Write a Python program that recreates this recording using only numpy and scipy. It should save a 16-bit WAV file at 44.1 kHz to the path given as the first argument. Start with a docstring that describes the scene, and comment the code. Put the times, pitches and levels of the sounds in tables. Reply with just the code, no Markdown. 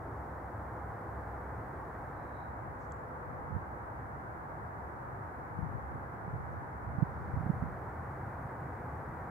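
"""An open field at the edge of a wood, heard from a hand-held camera whose microphones follow its zoom.
From the start, a far road gives a steady tyre roar and a low engine drone. Near 2.3 s the camera zooms
out, so the sound widens, and a distant bird calls faintly. Soft rustles begin, with one small click
at 2.9 s. From about 3.3 s light gusts buffet one microphone opening or the other. At 7.2 s the camera
zooms in and the sound narrows again, while a car is still drawing nearer along the road."""
import sys
import numpy as np
from scipy import signal
from scipy.fft import rfft, irfft
from scipy.io import wavfile

SR = 44100
rng = np.random.default_rng(int(sys.argv[2]) if len(sys.argv) > 2 else 0)


def put_to_file(sound):
    """Save the sound as 16-bit audio at rate SR, in the file named by the first command-line argument."""
    columns = np.atleast_2d(sound).T  # one column per channel
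    safe = np.clip(columns, -1, 1)
    whole_steps = np.round(safe * 32767)
    wavfile.write(sys.argv[1], SR, whole_steps.astype(np.int16))


N = 410130
TIME, FREQS = np.arange(N) / SR, np.fft.rfftfreq(N, 1 / SR)

# How wide the road sounds: pitch_hz, width_db (side minus mid; higher is wider)
ROAD_WIDTH = [(60, -11), (200, -14.5), (330, -9), (500, -4), (700, -3.5), (900, 0), (1200, 2), (1700, 1),
              (2300, 0), (3000, 1.5)]


def amp(db):
    """Turn decibels into a gain, the number a sound is multiplied by."""
    return 10 ** (np.asarray(db) / 20)


def pan(sound, db, pan_db):
    """Send a sound to both channels, with the left pan_db louder than the right."""
    return np.outer(amp([db + pan_db / 2, db - pan_db / 2]), sound)


def colour(points):
    """A gain for every frequency, joining up (pitch_hz, level_db) points."""
    hz, db = np.transpose(points)
    return amp(np.interp(np.log(FREQS + 1), np.log(hz), db))


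def noise(shape):
    """Noise of strength (rms) 1, with its frequencies weighted by shape."""
    x = irfft(shape * (rng.standard_normal(len(FREQS)) + 1j * rng.standard_normal(len(FREQS))), N)
    return x / (x.std() + 1e-20)


def drift(hz):
    """A slow random wander that changes about hz times a second."""
    return noise(np.exp(-FREQS / hz))


def swell(peak_s, half_s):
    """A bell-shaped rise and fall; half_s is about half its length."""
    return np.exp(-.5 * np.minimum(((TIME - peak_s) / half_s) ** 2, 200))


def spread(shape, width):
    """Noise from all around: mid is the same in both channels, side is opposite."""
    side_shape = shape * colour(width)
    mid = noise(shape)
    side = noise(side_shape) * np.linalg.norm(side_shape) / np.linalg.norm(shape)
    return np.array([mid + side, mid - side])


def shelf(x, hz, low_db, high_db):
    """Turn the parts below and above hz up or down separately."""
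    low = irfft(rfft(x) / (1 + (FREQS / hz) ** 6), N)
    return amp(low_db) * low + amp(high_db) * (x - low)


def bursts(rows):
    """Bands of noise that each swell and fade once."""
    out = np.zeros((2, N))
    for peak_s, db, hz, half_width_hz, half_s, pan_db in rows:
        band = np.exp(-.5 * ((FREQS - hz) / half_width_hz) ** 2)
        out += pan(noise(band) * swell(peak_s, half_s), db, pan_db)
    return out


def hiss(level_db=-79.5):
    """The microphones' own faint, steady hiss."""
    # Tone of the hiss: pitch_hz, level_db
    tone = [(500, -7), (2800, 1), (4000, 0.5), (6000, -1), (9000, -.5), (15000, 0)]
    # How wide it sounds: pitch_hz, width_db
    width = [(3000, 3), (5000, 2), (8000, 1.5), (15000, -0.5)]
    return amp(level_db) * spread(colour(tone), width)


def bird():
    """A distant call, blurred by the trees into narrow bands of noise."""
    # Notes: peak_s, level_db, pitch_hz, half_width_hz, half_length_s, left_minus_right_db
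    notes = [(2.40, -83.5, 3900, 140, 0.066, 16), (2.24, -92, 3970, 130, .1, 6)]
    return bursts(notes)


def rustles():
    """A few soft, high puffs of noise."""
    # Puffs: peak_s, level_db, pitch_hz, half_width_hz, half_length_s, left_minus_right_db
    puffs = [(2.825, -80, 6200, 1500, 0.028, -6), (2.94, -84, 7300, 550, 0.055, 0),
             (6.535, -86, 6000, 550, .014, 2), (5.3, -91, 11000, 600, .09, 0),
             (5.6, -89, 11000, 600, .025, 0), (7.2, -88, 4200, 1800, .15, 0),
             (8.43, -87, 11000, 700, .04, -3)]
    return bursts(puffs)


def click():
    """A soft lower tick, then a bright one: pings only a few cycles long."""
    # Pings: peak_s, level_db, pitch_hz, half_length_s, left_minus_right_db
    pings = [(2.9155, -66, 3300, .0009, 0), (2.9218, -52, 7470, .0006, 8), (2.922, -58, 6300, 0.00048, 8),
             (2.9224, -62, 4800, .0003, 3)]
    return sum(pan(swell(peak_s, half_s) * np.sin(2 * np.pi * hz * (TIME - peak_s)), db, pan_db)
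               for peak_s, db, hz, half_s, pan_db in pings)


def breeze(centre_hz=105, octaves=0.65, lump_hz=14, lump_db=3, calm_db=-60):
    """Swirling air makes a separate low, lumpy rumble at each microphone, swelling with each gust."""
    # Light gusts: peak_s, level_db, half_length_s, left_minus_right_db
    gusts = [(3.344, -55, 0.035, 17), (3.538, -45.5, .035, -13), (5.67, -45, 0.086, 13),
             (5.95, -46.5, 0.023, -20), (6.37, -47, 0.09, 1), (6.56, -51, 0.09, -5), (6.91, -49, .05, -10),
             (7.35, -43.5, 0.2, -2), (7.648, -48, .1, 3)]
    band = np.exp(-.5 * (np.log2((FREQS + 1) / centre_hz) / octaves) ** 2)
    air = np.array([noise(band) * amp(lump_db * drift(lump_hz)) for _ in range(2)])
    gust_gain = sum(pan(swell(peak_s, half_s), db, pan_db) for peak_s, db, half_s, pan_db in gusts)
    return (amp(calm_db) + gust_gain) * air / air.std()


def buffets(leak_db=-27, inner_db=-17, inner_ratio=1.94):
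    """A swirl of air rocks the pressure at one microphone, with a weaker, quicker swirl inside it."""
    # The strongest swirls: peak_s, level_db, pitch_hz, half_length_s, microphone (0 left, 1 right)
    swirls = [(3.566, -26.5, 135, 0.0022, 1), (5.591, -24.5, 143, 0.0026, 0), (5.633, -27, 106, 0.0035, 0),
              (5.757, -29.5, 122, 0.0084, 0), (6.283, -29, 142, .0045, 1), (6.339, -27, 112, .0031, 0),
              (6.987, -19.5, 142, .0027, 1), (7.029, -13, 150, 0.004, 1), (7.341, -25, 99, 0.0049, 0),
              (7.371, -25, 130, 0.0067, 1), (7.410, -26, 153, 0.004, 1), (7.466, -22.5, 128, 0.002, 1),
              (7.502, -17, 164, .0045, 1), (7.626, -18.5, 139, 0.0017, 1), (7.638, -28.5, 221, .0034, 1)]
    out = np.zeros((2, N))
    for peak_s, db, hz, half_s, on_right in swirls:
        near = abs(TIME - peak_s) < 5 * half_s
        t = TIME[near] - peak_s
        phase = 2 * np.pi * hz * t
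        inner = amp(inner_db) * np.sin(inner_ratio * phase + rng.uniform(0, 2 * np.pi))
        thump = amp(db) * (np.sin(phase) + inner) * np.exp(-.5 * (t / half_s) ** 2)
        sides = [amp(leak_db), 1] if on_right else [1, amp(leak_db)]
        out[:, near] += np.outer(sides, thump)
    return out


def engine_drone(waver_hz=0.71, waver_db=2.7):
    """A far heavy engine: its low notes waver in the moving air and fade as it draws away."""
    # Engine notes: pitch_hz, level_db, change_db_per_s
    notes = [(66.2, -54, -2.5), (106.2, -52, -3)]
    out = np.zeros(N)
    for hz, db, db_per_s in notes:
        cycles = np.cumsum(hz + waver_hz * drift(hz=1.0)) / SR
        gain = amp(db + db_per_s * TIME + waver_db * drift(hz=1.7))
        out += np.sqrt(2) * gain * np.sin(2 * np.pi * cycles)
    return out


def tyre_whine(pitch_hz=499, width_hz=14, steady_db=-66.5):
    """A fuzzy note from the tyres that lingers and swells twice."""
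    # Swells of the whine: peak_s, level_db, half_length_s
    swells = [(1.0, -63, 0.31), (3.15, -58.5, 0.25)]
    gain = amp(steady_db) + sum(amp(db) * swell(peak_s, half_s) for peak_s, db, half_s in swells)
    return gain * noise(1 / (1 + ((FREQS - pitch_hz) / width_hz) ** 2))


def nearing_car(nearest_s=11.5, nearest_db=-48, nearest_m=58, speed_m_per_s=23, falloff=1.08):
    """A car grows louder as it nears; falloff is above 1 because ground and trees take some sound."""
    # Its exhaust and bright tyres: pitch_hz, level_db
    tone = [(50, -21), (90, -5), (130, 1.5), (190, -8.5), (260, -13.5), (450, -19.5), (900, -20),
            (1400, -18.5), (1900, -23.5), (2300, -33), (2650, -43.5), (3200, -60), (5000, -84)]
    # How wide it sounds: pitch_hz, width_db
    width = [(150, -11.5), (1100, 2), (2400, -3.5)]
    distance_m = np.hypot(nearest_m, speed_m_per_s * (TIME - nearest_s))
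    gain = amp(nearest_db) * (nearest_m / distance_m) ** falloff
    return gain * spread(colour(tone), width)


def road_rumble(start_db=-50, db_per_s=0.26):
    """Far engines blend into a deep rumble that slowly grows."""
    # Tone of the rumble: pitch_hz, level_db
    tone = [(15, -43), (27, -26.5), (40, -12), (52, -9.5), (65, 2), (90, 1), (130, -1), (170, -9),
            (230, -15), (400, -23), (900, -61)]
    return amp(start_db + db_per_s * TIME) * spread(colour(tone), ROAD_WIDTH)


def tyre_roar(start_db=-47, db_per_s=-0.07, dull_db=-2.5, clearing_s=0.7):
    """Tyres on the road, muffled by distance; the roar starts a little duller and opens up."""
    # Tone of the roar: pitch_hz, level_db
    tone = [(60, -29), (200, -4), (300, -0.5), (430, -2), (600, -2), (800, 2), (950, 0), (1150, -3.5),
            (1600, -7.5), (2000, -15.5), (2300, -25), (2600, -36.5), (3100, -46), (5000, -73)]
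    roar = amp(start_db + db_per_s * TIME) * spread(colour(tone), ROAD_WIDTH)
    return shelf(roar, hz=1150, low_db=0, high_db=dull_db * np.exp(-TIME / clearing_s))


def zoomed(x, mid_db, side_db, side_bass_db, bass_hz=350):
    """The microphones follow the lens: zooming in lifts the middle and turns down the sides."""
    out_s, in_s, move_s = 2.3, 7.2, 0.49  # the middle of each move, and how long a move takes
    zoom = np.clip(.5 + np.maximum(out_s - TIME, TIME - in_s) / move_s, 0, 1)  # 1 is zoomed in
    mid = (x[0] + x[1]) / 2 * amp(mid_db * zoom)
    side = shelf((x[0] - x[1]) / 2, bass_hz, side_bass_db * zoom, side_db * zoom)
    return np.array([mid + side, mid - side])


def scene():
    """Mix everything: zooming in strongly narrows the road and mostly just lifts the rest."""
    background = hiss()
    road = tyre_roar() + road_rumble() + tyre_whine() + nearing_car() + engine_drone()
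    rest = background + breeze() + buffets() + bird() + rustles() + click()
    return (zoomed(road, mid_db=1.82, side_db=-2.4, side_bass_db=-6.0)
            + zoomed(rest, mid_db=2.5, side_db=-0.5, side_bass_db=-0.5))


def record(dry):
    """The camera cuts off the very highest treble."""
    cutoff_hz = 15750
    lowpass = signal.firwin(1023, cutoff_hz, window=("kaiser", 9), fs=SR)
    return signal.oaconvolve(dry, lowpass[None], "same")


dry = scene()
out = record(dry)
put_to_file(out)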